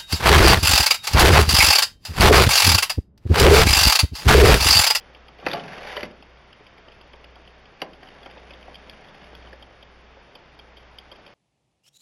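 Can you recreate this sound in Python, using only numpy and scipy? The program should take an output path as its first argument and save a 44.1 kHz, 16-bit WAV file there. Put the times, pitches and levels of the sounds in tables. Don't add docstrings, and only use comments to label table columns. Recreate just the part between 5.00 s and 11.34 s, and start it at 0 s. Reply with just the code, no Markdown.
import sys
import numpy as np
from scipy import signal
from scipy.fft import rfft, irfft
from scipy.io import wavfile
from scipy.ndimage import uniform_filter1d

SR = 44100
rng = np.random.default_rng(int(sys.argv[2]) if len(sys.argv) > 2 else 0)


def transcribe(u):
    v = np.clip(np.atleast_2d(u).T, -1, 1)
    q = np.round(v * 32767).astype(np.int16)
    wavfile.write(sys.argv[1], SR, q)


def field_ratio(decibels):
    return 10 ** (np.asarray(decibels, dtype=float) / 20)


N = 279594

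# frequency in Hz, density in dB per Hz.
AIR_SPECTRUM = [(12, -42), (20, 4), (54, -10), (109, -7.5), (280, -11), (407, -8), (1220, -12),
                (2220, -14.5), (3220, -18), (4030, -21.5), (4920, -24.5), (6000, -32.5), (7700, -51),
                (10000, -83), (16900, -120)]
# middle in seconds, length in seconds, level in dB.
HUM_SWELLS = [
    (.2, .9, -55.5),
    (.93, .45, -54),
    (1.3, .6, -55.5),
    (1.75, .5, -62),
    (2.3, .9, -53.5),
    (2.97, .24, -57),
    (3.58, 1.0, -52.5),
    (4.45, .55, -49),
    (5.0, .7, -54.5),
    (5.82, .85, -54.5),
]
# time in seconds, level in dB, linear between rows.
SHAFT_RUB = [(0.0, -52), (0.35, -60), (1.45, -60), (1.9, -55), (2.75, -55), (2.98, -58), (3.05, -47.5),
             (4.45, -46.5), (4.67, -55), (5.6, -58), (6.0, -53), (6.34, -54)]
# frequency in Hz, density in dB per Hz.
RASP_SPECTRUM = [(760, -19), (1300, -6.5), (1590, -3), (2720, -7.5), (3150, -9.5), (4030, -12),
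                 (5060, -16.5), (6370, -21), (7600, -21.5), (9880, -75), (16700, -120)]
# ring in Hz, width in Hz, level in dB.
BOX_PANELS = [(364, 133, -7.5), (447, 240, -2), (537, 133, 0.5), (702, 200, -3), (829, 232, -5.5),
              (1135, 116, -10)]
# start in seconds, peak in dB, main ring in Hz.
TEETH_ABOVE = [(0.0094, -41.5, 2030), (0.1481, -38, 2380), (0.283, -38.5, 2560), (0.386, -44, 2250),
               (0.399, -39, 3220), (1.1109, -42, 3170), (1.2241, -38.5, 2620), (1.3717, -47, 2230),
               (1.5281, -39, 3100), (1.6665, -39.5, 2300), (1.7804, -43, 2100), (1.8827, -40.5, 3160),
               (1.9195, -41, 2520), (2.0118, -40, 2700), (2.1335, -39.5, 2170), (2.2425, -37, 3190),
               (2.3565, -40.5, 2010), (2.4515, -48, 2510), (2.4755, -40, 2900), (2.6554, -41, 2330)]
# start in seconds, peak in dB, main ring in Hz.
TEETH_BESIDE = [(2.9327, -39.5, 3140), (3.03, -39, 1680), (3.0706, -42, 3030), (3.086, -37, 3150),
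                (3.2294, -36.5, 3300), (3.259, -35, 2130), (3.2982, -42, 2390), (3.3111, -39, 3220),
                (3.3773, -40.5, 3310), (3.5064, -36, 2280), (3.5347, -36.5, 3310), (3.6273, -41, 2360),
                (3.932, -43, 2520), (4.0447, -42.5, 1770), (4.0846, -42.5, 3350), (4.145, -41.5, 1890),
                (4.2297, -45, 1650), (4.2403, -44, 2400), (4.4237, -44, 2070), (4.4707, -44, 3060),
                (4.5288, -37, 1680)]
# start in seconds, peak in dB, main ring in Hz,
# scuff length in seconds.
STAR_PINS = [(3.7442, -35.5, 3170, .003), (3.7539, -34, 3480, .006), (3.8967, -29.5, 3400, .003),
             (4.3505, -36, 3170, .003), (4.6243, -39.5, 3190, .006), (4.8268, -38, 3310, .0055),
             (5.3525, -35.5, 2600, .007), (5.5903, -37, 2500, .008), (5.7693, -42, 2400, .012),
             (5.9853, -30.5, 3200, .003), (6.1155, -37, 3220, .0045), (6.1236, -40, 3300, .005),
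             (6.1579, -46, 3560, .006), (6.2635, -38.5, 2600, .004), (6.2764, -45, 3290, .005)]
# ring in Hz, width in Hz, level in dB.
TOOTH_RINGS = [(2360, 305, -6), (3220, 370, 5), (3620, 250, -12.5)]
# ring in Hz, width in Hz, level in dB.
TOP_RINGS = [(4400, 300, -7), (4800, 380, 0), (5400, 700, -16)]
# ring in Hz, width in Hz, level in dB.
PIN_RINGS = [(2340, 500, -1), (3190, 280, 10), (3620, 250, -4)]
# ring in Hz, width in Hz, level in dB.
RAIL_RINGS = [(1700, 900, -8), (2600, 1800, -10), (3800, 1300, -10), (5600, 1500, -19)]
# wheel share in dB, top share in dB, scuff length in seconds, tap over scuff.
ABOVE_CONTACT = (-9, -11, .005, 6)
BESIDE_CONTACT = (-2, -12, .0055, 4)
PIN_CONTACT = (-12, -7.5, 6)
JOLT_CONTACT = (-7, -17, .0052, 3)
CRACK_CONTACT = (-5, -17)
# start in seconds,
# peak in dB, panel in Hz.
BACKLASH_KNOCKS = [(0.097, -46, 510), (0.16, -44, 560), (0.287, -40, 756), (0.39, -40.5, 430),
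                   (1.225, -41.5, 746), (1.606, -42, 420), (1.783, -42.5, 422), (1.88, -39.5, 660),
                   (2.009, -42, 915), (2.135, -39.5, 921), (2.242, -39, 550), (2.361, -38.5, 706),
                   (2.396, -43, 620), (2.474, -42, 420),
                   (3.026, -35.5, 656), (3.217, -42, 417), (3.26, -31.5, 850), (3.369, -38, 507),
                   (3.508, -39, 560), (3.54, -42, 708), (3.68, -32.5, 615), (3.882, -40.5, 574),
                   (4.147, -43.5, 744), (4.199, -44, 440), (4.329, -32.5, 480), (4.472, -38, 600),
                   (4.531, -36.5, 530), (4.626, -38, 810), (4.827, -41.5, 544), (5.168, -42.5, 536),
                   (5.281, -44.5, 585), (5.355, -38.5, 530), (5.591, -42, 797), (5.772, -43.5, 436),
                   (6.117, -38, 545), (6.19, -43, 550), (6.267, -40.5, 540)]
# time in seconds, level in dB.
SLIDE_CREEP = [
    (0.36, -66),
    (0.41, -51),
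    (0.44, -51),
    (0.457, -42),
    (0.475, -42),
]
# time in seconds, level in dB.
SLIDE_RUN = [
    (0.5, -39.5),
    (0.6, -41.5),
    (0.65, -46),
    (0.72, -42),
    (0.84, -42),
    (0.885, -38.5),
    (0.99, -41),
    (1.055, -44.5),
    (1.12, -66),
]
# start in seconds, peak in dB, main ring in Hz.
SLIDE_JOLTS = [(0.4836, -22, 2520), (0.504, -31, 3160), (0.514, -20, 3620), (0.5317, -18, 3800),
               (0.5344, -23, 4400), (0.5494, -28.5, 2900), (0.569, -31, 1700), (0.594, -31.5, 3100),
               (0.636, -33.5, 2540), (0.6805, -32, 1700), (0.72, -35, 1540), (0.732, -34, 1650),
               (0.7801, -33, 2900), (0.831, -34, 2210), (0.8726, -30, 1560), (0.8956, -32, 1870),
               (0.95, -38, 1610), (0.966, -20, 3120), (0.974, -23, 1880), (1.0066, -26, 3080),
               (1.019, -38, 1800), (1.0306, -21, 1720), (1.036, -32, 2000), (1.052, -33, 2860)]
# start in seconds, peak in dB, main ring in Hz,
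# scuff length in seconds.
CRACKS = [
    (0.4645, -14.5, 2420, 0.0017),
    (.468, -17.5, 1770, 0.006),
    (2.803, -43, 2400, 0.0075),
    (2.818, -16.5, 2850, 0.0012),
    (2.8205, -20, 3000, 0.0015),
    (2.825, -30, 3030, 0.0024),
]
# start in seconds, peak in dB, panel in Hz,
# decay t60 in seconds, frame share in dB.
BOX_BLOWS = [(0.425, -34, 700, 0.096, -10), (0.465, -12.5, 760, 0.045, -14), (.5, -30, 500, .08, 0),
             (0.535, -20, 684, 0.15, -25), (.572, -29, 700, .1, -20), (0.777, -31, 694, 0.064, -14),
             (0.868, -33, 830, 0.12, -21), (0.928, -31, 720, 0.075, -18), (0.967, -22, 600, 0.08, -22),
             (1.03, -23, 592, 0.08, -7), (2.8205, -20, 630, 0.08, -10)]
# start in seconds, level in dB, decay t60 in seconds.
FRAME_THUMPS = [
    (.44, -47, .6),
    (.466, -40, .6),
    (.52, -42, .5),
    (.63, -50, .8),
    (1.033, -39, .3),
    (2.822, -47, .3),
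]
# frequency in Hz, t60 in seconds.
ROOM_DECAY = [(200, 0.7), (1000, 0.43), (3000, 0.12), (7000, 0.14)]
# frequency in Hz, level in dB.
MIC_RESPONSE = [(20, -1), (4800, 0), (5800, -2), (6600, -7), (7600, -19)]
# frequency in Hz, width in Hz, depth in dB.
MIC_PORT = (4020, 300, -14)
# lower band edge in Hz, least level of the band's strongest line in dB.
GATE_BANDS = [(7650, -97.5), (8800, -101.7), (9600, -95.3), (10650, -90.5), (11500, -88.5), (12300, -80.5),
              (13100, -74), (13700, 0)]
STRAY_EDGES = [200, 900, 1600, 2300, 3000, 3900, 4600, 5500, 6500, 7600, 9000, 10000, 11400]

CAMERA_RATE = 16000


def evened(x):
    return x / np.sqrt(np.mean(x ** 2) + 1e-20)


def peaked(x):
    return x / abs(x).max()


def read(points, hz):
    f, value = np.transpose(points)
    return np.interp(np.log(hz + 1), np.log(f + 1), value)


def follow(rows):
    s, level_db = np.transpose(rows)
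    return np.interp(np.arange(N) / SR, s, level_db)


def add(mix, s, sound):
    part = mix[round(s * SR):][:len(sound)]
    part += sound[:len(part)]


def colour(x, points):
    gain = field_ratio(read(points, np.fft.rfftfreq(len(x), 1 / SR)))
    return irfft(rfft(x) * gain, len(x))


def ring(x, hz, width):
    pole = np.exp((2j * np.pi * hz - np.pi * width) / SR)
    return 2 * signal.lfilter([1 - abs(pole)], [1, -pole], x).real


def modes(x, table):
    out = 0
    for k, (hz, width, db) in enumerate(table):
        out = out + (-1) ** k * field_ratio(db) * ring(ring(x, hz, width), hz, width)
    return out


def air():
    return field_ratio(-52.5) * evened(colour(rng.standard_normal(N), AIR_SPECTRUM))


def hum():
    t = np.arange(N) / SR
    power = 0
    for middle, length, db in HUM_SWELLS:
        arch = np.cos(np.pi * np.clip((t - middle) / length, -.5, .5)).clip(0)
        power = power + (field_ratio(db) * arch ** .7) ** 2
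    return np.sqrt(2 * power) * np.sin(2 * np.pi * 60.3 * t)


def grit(per_s, spread_db):
    size = field_ratio(spread_db * np.minimum(rng.exponential(1, N), 4)) * rng.standard_normal(N)
    return evened(size * (rng.random(N) < per_s / SR))


def panels(force):
    out = 0
    for k, (hz, width, db) in enumerate(BOX_PANELS):
        out = out + (-1) ** k * field_ratio(db) * ring(force, hz, width)
    return evened(out)


def scrape(level_db, rasp_db, thud_db, force):
    rasp = evened(colour(force, RASP_SPECTRUM))
    thud = evened(ring(ring(force, 181, 180), 180, 180))
    return field_ratio(level_db) * (panels(force) + field_ratio(rasp_db) * rasp + field_ratio(thud_db) * thud)


def works():
    slips = grit(per_s=5000., spread_db=2.5)
    return field_ratio(-6.5) * scrape(follow(SHAFT_RUB), rasp_db=-1, thud_db=-5, force=slips)


def tick(s, db, hz, wheel_db, top_db, scuff, tap, rings):
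    t = np.arange(2048) / SR
    envelope = np.minimum(t / .001, 1) * np.exp(-(t / max(scuff, .0004)) ** 2)
    force = rng.standard_normal(len(t)) * envelope + tap * (t == 0)
    middle = peaked(modes(force, rings + [(hz, 600, 2)]))
    top = field_ratio(top_db) * peaked(modes(force, TOP_RINGS))
    wheel = field_ratio(wheel_db) * peaked(modes(force, [(1380, 3000, 0)]))
    return s, field_ratio(db) * (middle + top + wheel)


def gear_ticks():
    out = np.zeros(N)
    rings = [(hz, width, db - 5) for hz, width, db in TOOTH_RINGS] + [(2600, 2220, -12)]
    for rows, contact in [(TEETH_ABOVE, ABOVE_CONTACT), (TEETH_BESIDE, BESIDE_CONTACT)]:
        for row in rows:
            add(out, *tick(*row, *contact, rings))
    wheel_db, top_db, tap = PIN_CONTACT
    for s, db, hz, scuff in STAR_PINS:
        add(out, *tick(s, db, hz, wheel_db, top_db, scuff, tap, PIN_RINGS))
    return out


def knock(s, db, hz, t60, frame_db):
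    t = np.arange(8192) / SR
    push = np.exp(-t / 0.0016)
    shiver = 0.35 * field_ratio(-60 * t / max(t60, .01))
    force = rng.standard_normal(len(t)) * np.minimum(t / 0.0028, 1) * (push + shiver)
    force = ring(force, 545, 550)
    struck = [(hz, 0), (1.6 * hz, -7)]
    frame = [(355, frame_db + 11.5), (275, frame_db - 3), (170, frame_db - 5.5)]
    neighbours = [(f, d - 3) for f, _, d in BOX_PANELS[1:]]
    width = 3.9 / max(t60, .01)
    body = sum(field_ratio(d) * evened(ring(force, f, width)) for f, d in struck + frame + neighbours)
    return s, field_ratio(db) * peaked(body)


def backlash():
    out = np.zeros(N)
    for row in BACKLASH_KNOCKS:
        add(out, *knock(*row, t60=.07, frame_db=-13))
    return out


def slide():
    before = (SLIDE_CREEP[0][0] - .02, -120)
    after = (SLIDE_RUN[-1][0] + .04, -120)
    level_db = follow([before, *SLIDE_CREEP, *SLIDE_RUN, after])
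    bite_db = 1.1 * np.maximum(level_db + 42, 0)
    return scrape(level_db, bite_db - 1.5, -14, grit(per_s=4500., spread_db=1.7))


def blows():
    out = np.zeros(N)
    for row in BOX_BLOWS:
        add(out, *knock(*row))
    return out


def thumps():
    t = np.arange(N) / SR
    size = 0
    for s, db, t60 in FRAME_THUMPS:
        size = size + np.clip((t - s) / .006, 0, 1) * field_ratio(db - 60 * np.maximum(t - s, 0) / t60)
    return size * evened(ring(ring(rng.standard_normal(N), 170, 170), 170, 170))


def clatter():
    out = np.zeros(N)
    for row in SLIDE_JOLTS:
        add(out, *tick(*row, *JOLT_CONTACT, RAIL_RINGS))
    for s, db, hz, scuff in CRACKS:
        add(out, *tick(s, db, hz, *CRACK_CONTACT, scuff, 5., RAIL_RINGS))
    return out


def room(x):
    hz, t, z = signal.stft(rng.standard_normal(SR // 2), SR, nperseg=256)
    decay = field_ratio(-60 * t / read(ROOM_DECAY, hz)[:, None])
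    tail = signal.istft(z * decay, SR, nperseg=256)[1]
    delayed = np.r_[np.zeros(200), tail]
    return signal.fftconvolve(x, delayed / np.linalg.norm(tail))[:N]


def scene():
    wood = works() + gear_ticks() + backlash() + slide() + blows() + thumps() + clatter()
    wood = colour(wood, MIC_RESPONSE)
    heard = wood + field_ratio(-12.5) * room(wood) + air()
    hz, width, db = MIC_PORT
    port = signal.filtfilt(*signal.iirpeak(hz, hz / width, SR), heard)
    heard = heard - (1 - field_ratio(db)) * port
    return np.tile(heard + hum(), (2, 1))


def treble_gate(x):
    hz, t, z = signal.stft(x, SR, "cosine", 1024, 512)
    loud_db = 10 * np.log10((abs(z[hz > 300]) ** 2).mean(0) + 1e-20)
    masking_db = .4 * np.maximum(loud_db + 79.5, 0)
    for (lo, least_db), (hi, _) in zip(GATE_BANDS, GATE_BANDS[1:] + [(SR, 0)]):
        band = (hz >= lo) & (hz < hi)
        level_db = 10 * np.log10((abs(z[band]) ** 2).max(0) + 1e-20)
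        whim_db = 2.3 * evened(uniform_filter1d(rng.standard_normal(len(t)), size=3))
        z[band] *= level_db > least_db + masking_db + whim_db
    chance = rng.random((len(t) // 2 + 1, len(STRAY_EDGES) + 1)).repeat(2, 0)[:len(t)]
    stray = (chance < .12)[:, np.searchsorted(STRAY_EDGES, hz)].T
    stray = stray * np.clip(hz / 3000, 0, 1)[:, None] ** 2
    side = field_ratio(-15) * z * stray * np.exp(2j * np.pi * rng.random(z.shape))
    return signal.istft(np.array([z + side, z - side]), SR, "cosine", 1024, 512)[1][:, :N]


def band_limit(x):
    return signal.sosfilt(signal.butter(12, 13760, fs=SR, output="sos"), x)


def record(dry):
    hz = np.fft.rfftfreq(N, 1 / SR)
    band = (hz < 7600) / np.sinc(np.minimum(hz, 7600) / CAMERA_RATE) ** 2
    slow = signal.resample_poly(irfft(rfft(dry[0]) * band, N), 160, 441)
    mirrored = np.interp(np.arange(N) * CAMERA_RATE / SR, np.arange(len(slow)), slow)
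    return band_limit(treble_gate(mirrored))


dry = scene()
out = record(dry)
transcribe(out)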